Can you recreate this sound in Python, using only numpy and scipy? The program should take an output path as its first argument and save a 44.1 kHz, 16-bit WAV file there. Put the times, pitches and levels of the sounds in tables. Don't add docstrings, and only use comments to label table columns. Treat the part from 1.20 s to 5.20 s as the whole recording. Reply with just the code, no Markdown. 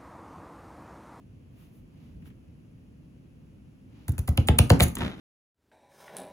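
import sys
import numpy as np
from scipy import signal
from scipy.fft import rfft, irfft
from scipy.io import wavfile

SR = 44100
rng = np.random.default_rng(int(sys.argv[2]) if len(sys.argv) > 2 else 0)


def to_wav(sig):
    pcm = np.clip(np.atleast_2d(sig), -1, 1) * 32767
    pcm = np.round(pcm).astype(np.int16)
    wavfile.write(sys.argv[1], SR, pcm.T)


N = 176400
TIME = np.arange(N) / SR
FFT_SIZE = N + SR
HZ = np.maximum(np.fft.rfftfreq(FFT_SIZE, 1 / SR), 1)


def from_db(db):
    return 10 ** (np.asarray(db) / 20)

def at_hz(points, hz=HZ):
    freqs, values = np.transpose(points)
    return np.interp(np.log(hz), np.log(freqs), values)

def envelope(rows):
    times, db = np.transpose(rows)
    return from_db(np.interp(TIME, times, db, left=-200, right=-200))

def filtered(x, response):
    return irfft(rfft(x, FFT_SIZE) * response, FFT_SIZE)[..., :N]

def add(out, at_s, x):
    start = int(at_s * SR)
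    out[..., start:start + x.shape[-1]] += x[..., :N - start]


# (frequency [Hz], left-right coherence [0..1])
COHERENCE = [(100, 0.94), (250, 0.79), (500, 0.14), (1000, 0.05), (3000, 0.017), (5000, 0.066),
             (7000, 0.95), (8500, 1), (15000, 1)]

def diffuse(spectrum):
    alike = np.clip(at_hz(COHERENCE), -1, 1)
    gains = from_db(at_hz(spectrum)) * np.sqrt([(1 + alike) / 2, (1 - alike) / 2])
    mid, side = filtered(rng.standard_normal((2, N)), gains)
    return np.array([mid + side, mid - side])

def wash(spectrum):
    x = diffuse(spectrum)
    return x / x.std()


# (frequency [Hz], level [dB])
RUMBLE_SPECTRUM = [(15, -60), (25, -56), (38, -8.5), (58, -2.5), (153, -1), (180, -4.5), (250, -4.5),
                   (400, -19), (500, -20.5), (775, -31.5), (1260, -35.5), (2000, -38), (2700, -34),
                   (3700, -44.5), (6740, -47), (10400, -47.5), (13200, -50), (15200, -57), (16200, -51)]

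def room_rumble(level_db=-51):
    return from_db(level_db) * wash(RUMBLE_SPECTRUM)


def swell(peak_s, half_width_s, db):
    return from_db(db) * np.exp(-((TIME - peak_s) / half_width_s) ** 2)

def stick_slip(rate_hz=290, spread_db=1):
    return from_db(spread_db * np.interp(TIME * rate_hz, np.arange(N), rng.standard_normal(N)))

# (time [s], half-width [s], rustle [dB], hiss [dB])
BRUSHES = [(0.421, 0.066, -65.5, -69.5), (.565, 0.047, -73.5, -72), (.84, 0.11, -68.5, -81),
           (1.072, 0.022, -63.5, -65.5), (2.81, 0.1, -64.5, -84)]
# (frequency [Hz], level [dB])
RUSTLE_SPECTRUM = [(300, 1), (900, 3), (1600, -4.5), (2700, -0.5), (4000, -7.5), (6500, -14), (10000, -26),
                   (16000, -26)]
HISS_SPECTRUM = [(1000, -20), (4000, -16), (6500, -7), (11000, 2), (13000, 4), (15200, 4), (16300, -18)]

def hand_brushes():
    rustle = sum(swell(at_s, width_s, db) for at_s, width_s, db, _ in BRUSHES)
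    hiss = sum(swell(at_s, width_s, db) for at_s, width_s, _, db in BRUSHES)
    return rustle * stick_slip() * wash(RUSTLE_SPECTRUM) + hiss * wash(HISS_SPECTRUM)


# (frequency [Hz], level [dB])
BUMP_SPECTRUM = [(25, -35), (55, 2.5), (100, 2), (200, -9), (300, -12), (500, -27.5), (1200, -60)]

def hand_bump():
    return swell(peak_s=1.008, half_width_s=0.14, db=-45) * wash(BUMP_SPECTRUM)


# (time [s], level [dB])
TICKS = [(1.0215, -61.5), (1.057, -59.5), (1.074, -64), (1.102, -61)]
# (frequency [Hz], level [dB])
TICK_SPECTRUM = [(400, -10), (900, -6), (1500, 3), (2900, -2), (4500, -18), (12000, -21)]

def fingertip_ticks(fall_s=0.012):
    bursts = sum(from_db(db) * (TIME >= at_s) * np.exp(-np.abs(TIME - at_s) / fall_s)
                 for at_s, db in TICKS)
    return bursts * wash(TICK_SPECTRUM)


# (time [s], length [s], level [dB])
SCUFFS = [(2.88, 0.0061, -31.5), (2.891, 0.0049, -33.5), (2.919, 0.0019, -36), (2.98, 0.0031, -28.5),
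          (2.988, 0.011, -33), (3.0743, 0.015, -34.5), (3.087, 0.01, -32.5), (3.1724, 0.0053, -26),
          (3.274, 0.0066, -31.5), (3.278, 0.0082, -38), (3.284, 0.004, -24.5), (3.295, .002, -37),
          (3.3849, 0.0027, -9), (3.4954, 0.0021, -22.5), (3.501, 0.0025, -22.5), (3.514, 0.011, -33),
          (3.593, 0.0018, -28), (3.599, 0.0038, -24), (3.6035, 0.0012, -17), (3.681, 0.0066, -32),
          (3.752, 0.0073, -27), (3.783, 0.0054, -35.5)]
# (time [s], level [dB])
SKID = [(3.608, -70), (3.613, -40), (3.623, -24.5), (3.639, -20.5), (3.647, -59), (3.675, -67), (3.72, -75)]
# (frequency [Hz], level [dB])
SCUFF_SPECTRUM = [(1500, -7), (4000, -3.5), (5500, -12), (7000, 1.5), (8500, -1), (9700, 1.5), (10900, 3.5),
                  (12300, -3.5), (14200, 5), (15500, -2), (16300, -28)]

def cloth_scuffs(rise_s=0.0032, fall_s=0.0021):
    force = envelope(SKID)
    for at_s, length_s, db in SCUFFS:
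        rise = np.clip((TIME - at_s) / rise_s, 0, 1)
        fall = np.exp(-np.maximum(TIME - at_s - 0.36 * length_s, 0) / fall_s)
        force += from_db(db) * rise * fall
    rasp = filtered(rng.standard_normal(N), from_db(at_hz(SCUFF_SPECTRUM)))
    return force * rasp / rasp.std()


# (time [s], thud [dB], thud pitch [Hz], knock [dB], clack [dB], clack cutoff [Hz])
TAPS = [(2.8829, -16, 87, -38.5, -27.5, 3100), (2.9807, -21.5, 75.4, -39, -33, 2460),
        (3.081, -15, 78, -30, -23.5, 2210), (3.1768, -11, 87.6, -24.5, -14.5, 2700),
        (3.286, -11.5, 79, -14.5, -8.5, 3930), (3.3896, -11, 79.3, -17, -4.5, 3700),
        (3.5007, -52, 79, -19, -19, 2500), (3.5025, -7.5, 91.6, -10, -3, 7150),
        (3.521, -20, 150, -19.5, -40, 1500), (3.6, -47, 83, -19, -10, 3130),
        (3.6054, -12.5, 75, -16, -3, 7050), (3.769, -60, 80, -53, -23, 2200),
        (3.8185, -27.5, 93, -30, -22, 1400), (3.863, -45, 78.4, -38, -26, 2400)]
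# (frequency [Hz], relative level [dB], T60 [s])
CAP_MODES = [(952, -3.5, 0.0067), (1264, -4, 0.016), (1450, -2, 0.0085), (1670, -9, 0.0059),
             (1930, -12, 0.0072), (2520, -12, 0.0053), (2914, 8.5, 0.0077), (3950, 4, 0.0086),
             (5120, 3, 0.0045), (7700, 16.5, 0.003), (9900, 3, 0.0021), (14700, 8.5, 0.001004)]
# (frequency [Hz], level [dB])
SNAP_SPECTRUM = [(300, -17), (900, -3), (1350, -2), (2000, -3.5), (2500, 0), (3100, 1.5), (3900, 1.5),
                 (5500, -9.5), (8000, -4), (15000, -14)]

def cap_clacks(rise_s=0.0007, snap_fall_s=0.0015, pitch_spread=0.022, spread_db=2):
    out, t = np.zeros(N), TIME[:SR // 10]
    rest_hz, mode_db, t60_s = np.transpose(CAP_MODES)[:, :, None]
    bin_hz = np.maximum(np.fft.rfftfreq(len(t), 1 / SR), 1)
    for at_s, _, _, _, clack_db, cutoff_hz in TAPS:
        hz = rest_hz * np.exp(pitch_spread * rng.standard_normal(rest_hz.shape))
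        gains = from_db(mode_db + spread_db * rng.standard_normal(hz.shape))
        gains /= np.sqrt(1 + (hz / cutoff_hz) ** 4)
        tones = np.sin(2 * np.pi * (hz * t + rng.random(hz.shape)))
        ring = (gains * tones * from_db(-60 * t / t60_s)).sum(0) / np.linalg.norm(gains)
        snap_gain = from_db(at_hz(SNAP_SPECTRUM, bin_hz)) / np.sqrt(1 + (bin_hz / cutoff_hz) ** 4)
        noise = irfft(rfft(rng.standard_normal(len(t))) * snap_gain)
        snap = noise / noise.std() * np.exp(-t / snap_fall_s)
        clack = from_db(-1) * ring + from_db(-4) * snap
        add(out, at_s - rise_s / 2, from_db(clack_db) * np.clip(t / rise_s, 0, 1) * clack)
    return out


TRAVEL_S, TRAVEL_REF_HZ, DISPERSION = 0.0185, 101.7, 0.78

def travel_s(hz):
    return TRAVEL_S * (TRAVEL_REF_HZ / np.maximum(hz, TRAVEL_REF_HZ / 2)) ** DISPERSION

def bending_wave(spectrum, paths, gains, size=16384):
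    hz = np.maximum(np.fft.rfftfreq(size, 1 / SR), 1)
    phase = 2 * np.pi * np.outer(paths, np.cumsum(travel_s(hz))) * SR / size
    sweeps = irfft(from_db(at_hz(spectrum, hz)) * np.exp(-1j * phase))
    return np.dot(gains, sweeps)[:size // 2] / np.abs(sweeps[0]).max()

# (frequency [Hz], level [dB])
THUD_SPECTRUM = [(20, -47), (35, -39), (48, -7.5), (62, -4.5), (80, 5), (110, -2.5), (150, -15.5),
                 (250, -21), (500, -61), (1200, -100)]
KNOCK_SPECTRUM = [(30, -51), (80, 9.5), (160, 8), (280, 0), (420, 0), (600, 0), (900, -4.5), (1300, -25),
                  (2500, -18.5), (8000, -75)]

def desk_waves(thud_ref_hz=80, echoes=5):
    out = np.zeros(N)
    for at_s, thud_db, thud_hz, knock_db, _, _ in TAPS:
        tuned_spectrum = np.multiply(THUD_SPECTRUM, [thud_hz / thud_ref_hz, 1])
        thud = bending_wave(tuned_spectrum, paths=[1], gains=[1])
        edge_paths = rng.uniform(1.3, 3.6, echoes)
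        edge_gains = from_db(-6.5) * rng.choice([-1, 1], echoes) / np.sqrt(edge_paths)
        knock = bending_wave(KNOCK_SPECTRUM, np.append(1, edge_paths), np.append(1, edge_gains))
        add(out, at_s, from_db(thud_db) * thud + from_db(knock_db) * knock)
    return out


# (frequency [Hz], relative level [dB], T60 [s])
DESK_MODES = [(71.6, -18, 0.16), (124.2, -12.5, 0.44), (148.3, -14, 0.23), (170.9, -21, 0.61),
              (230.3, -24, 0.4), (271.9, -18.5, 0.3), (311.6, -22, 0.31), (471, -21, 0.27),
              (563, -16.5, 0.079), (701, -11.5, 0.072), (860, -24.5, 0.13)]

def desk_ring(knock_above_hz=500):
    tap_s, thud_db, _, knock_db, _, _ = np.transpose(TAPS)
    out = np.zeros(N)
    for hz, mode_db, t60_s in DESK_MODES:
        knock_share = at_hz([(TRAVEL_REF_HZ, 0), (knock_above_hz, 1)], hz)
        arrivals = np.round((tap_s + travel_s(hz)) * SR).astype(int)
        blows = np.full(N, 1e-18)
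        blows[arrivals] = from_db(mode_db + thud_db + knock_share * (knock_db - thud_db))
        radius, angle = from_db(-60 / (t60_s * SR)), 2 * np.pi * hz / SR
        out += signal.lfilter([0, np.sin(angle)], [1, -2 * radius * np.cos(angle), radius ** 2], blows)
    return out


# (time [s], level [dB])
PINGS = [(3.273, -25), (3.287, -24.5), (3.3878, -5.5)]

def cap_pings(pitch_hz=8600, t60_s=0.016):
    out, t = np.zeros(N), TIME[:SR // 10]
    ping = np.sin(2 * np.pi * pitch_hz * t) * from_db(-60 * t / t60_s)
    for at_s, db in PINGS:
        add(out, at_s, from_db(db) * ping)
    return out


# (time [s], level [dB])
SLIDE = [(3.74, -70), (3.772, -38), (3.80, -33), (3.825, -30.5), (3.86, -32.5), (3.90, -38.5),
         (3.95, -47.5), (4.0, -46)]
# (frequency [Hz], level [dB])
SLIDE_SPECTRUM = [(20, -49), (55, 0), (120, -7.5), (230, 0), (350, -8.5), (600, -20), (1100, -22.5),
                  (1900, -22.5), (2900, -28), (3600, -33), (4600, -36), (7000, -42.5), (10500, -43),
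                  (13000, -43), (15500, -58)]

def mat_slide():
    return envelope(SLIDE) * stick_slip() * wash(SLIDE_SPECTRUM)


# (frequency [Hz], level [dB])
CATCH_SPECTRUM = [(250, -6), (600, 0.5), (1200, -4), (1900, -3), (2800, -7), (3600, 0.5), (4400, -17.5),
                  (8000, -26), (15000, -45)]

def weave_catches(rate_hz=180, spread_db=4, relative_db=-8.5):
    sizes = from_db(spread_db * np.minimum(rng.exponential(1, N), 2)) * rng.choice([-1, 1], N)
    caught = rng.random(N) < rate_hz / SR
    clicks = filtered(sizes * caught, from_db(at_hz(CATCH_SPECTRUM)))
    return from_db(relative_db) * envelope(SLIDE) * clicks / clicks.std()


# (frequency [Hz], level re direct sound [dB])
REVERB_SPECTRUM = [(60, -9), (130, -11.5), (250, -0.5), (400, -4), (600, -7.5), (1500, -3), (2600, -8),
                   (3500, -10.5), (4500, -9.5), (6000, -4.5), (8500, -16), (10500, -9.5), (13200, -12),
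                   (15000, -16.5)]
# (frequency [Hz], T60 [s])
REVERB_T60 = [(100, 0.34), (500, 0.33), (2500, 0.25), (7000, 0.23), (15000, 0.25)]

def room_reverb(x, tail_s=0.45, build_s=0.0014, block_s=0.1):
    out, t = np.zeros((2, N)), TIME[:int(tail_s * SR)]
    echoes = diffuse(REVERB_SPECTRUM)
    hz = np.fft.rfftfreq(len(t), 1 / SR)
    low_edge_hz = 40 * 2. ** np.arange(9)[:, None, None]
    octaves = (hz >= low_edge_hz) & (hz < 2 * low_edge_hz)
    decay_per_s = np.log(1000) / at_hz(REVERB_T60, low_edge_hz * np.sqrt(2))
    decay = np.exp(-decay_per_s * t) * np.sqrt(2 * decay_per_s / SR)
    build = np.clip(t / build_s, 0, 1)
    first, block = int((TAPS[0][0] - block_s / 2) * SR), int(block_s * SR)
    for k, start in enumerate(range(first, N, block)):
        pattern = rfft(echoes[:, k * len(t) // 2:][:, :len(t)])
        tail = (irfft(pattern * octaves, len(t)) * decay * build).sum(0)
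        add(out, start / SR, signal.fftconvolve(x[None, start:start + block], tail))
    return out


# (frequency [Hz], left minus right [dB])
BALANCE = [(200, 0), (400, 1.5), (750, 4), (1500, 1), (3500, -1), (7000, 0)]
# (frequency [Hz], left lead [rad])
PORT_PHASE = [(220, 0), (700, 1.1), (1700, 0.2), (3000, 3.0), (4500, 4.4), (6300, 6.1), (8500, 3.14),
              (11000, 0), (13400, -3.14), (15800, -6.1)]

def scene():
    taps = desk_waves() + desk_ring() + cap_clacks() + cap_pings() + cloth_scuffs() + weave_catches()
    side = np.array([[0.5], [-0.5]])
    direct = filtered(taps, from_db(side * at_hz(BALANCE)))
    reverb = room_reverb(taps)
    hand = hand_brushes() + fingertip_ticks() + hand_bump() + mat_slide()
    mix = direct + reverb + hand + room_rumble()
    return filtered(mix, np.exp(1j * side * at_hz(PORT_PHASE)))

def record(dry):
    return signal.sosfilt(signal.ellip(10, 0.1, 80, 16400, fs=SR, output="sos"), dry)


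dry = scene()
out = record(dry)
to_wav(out)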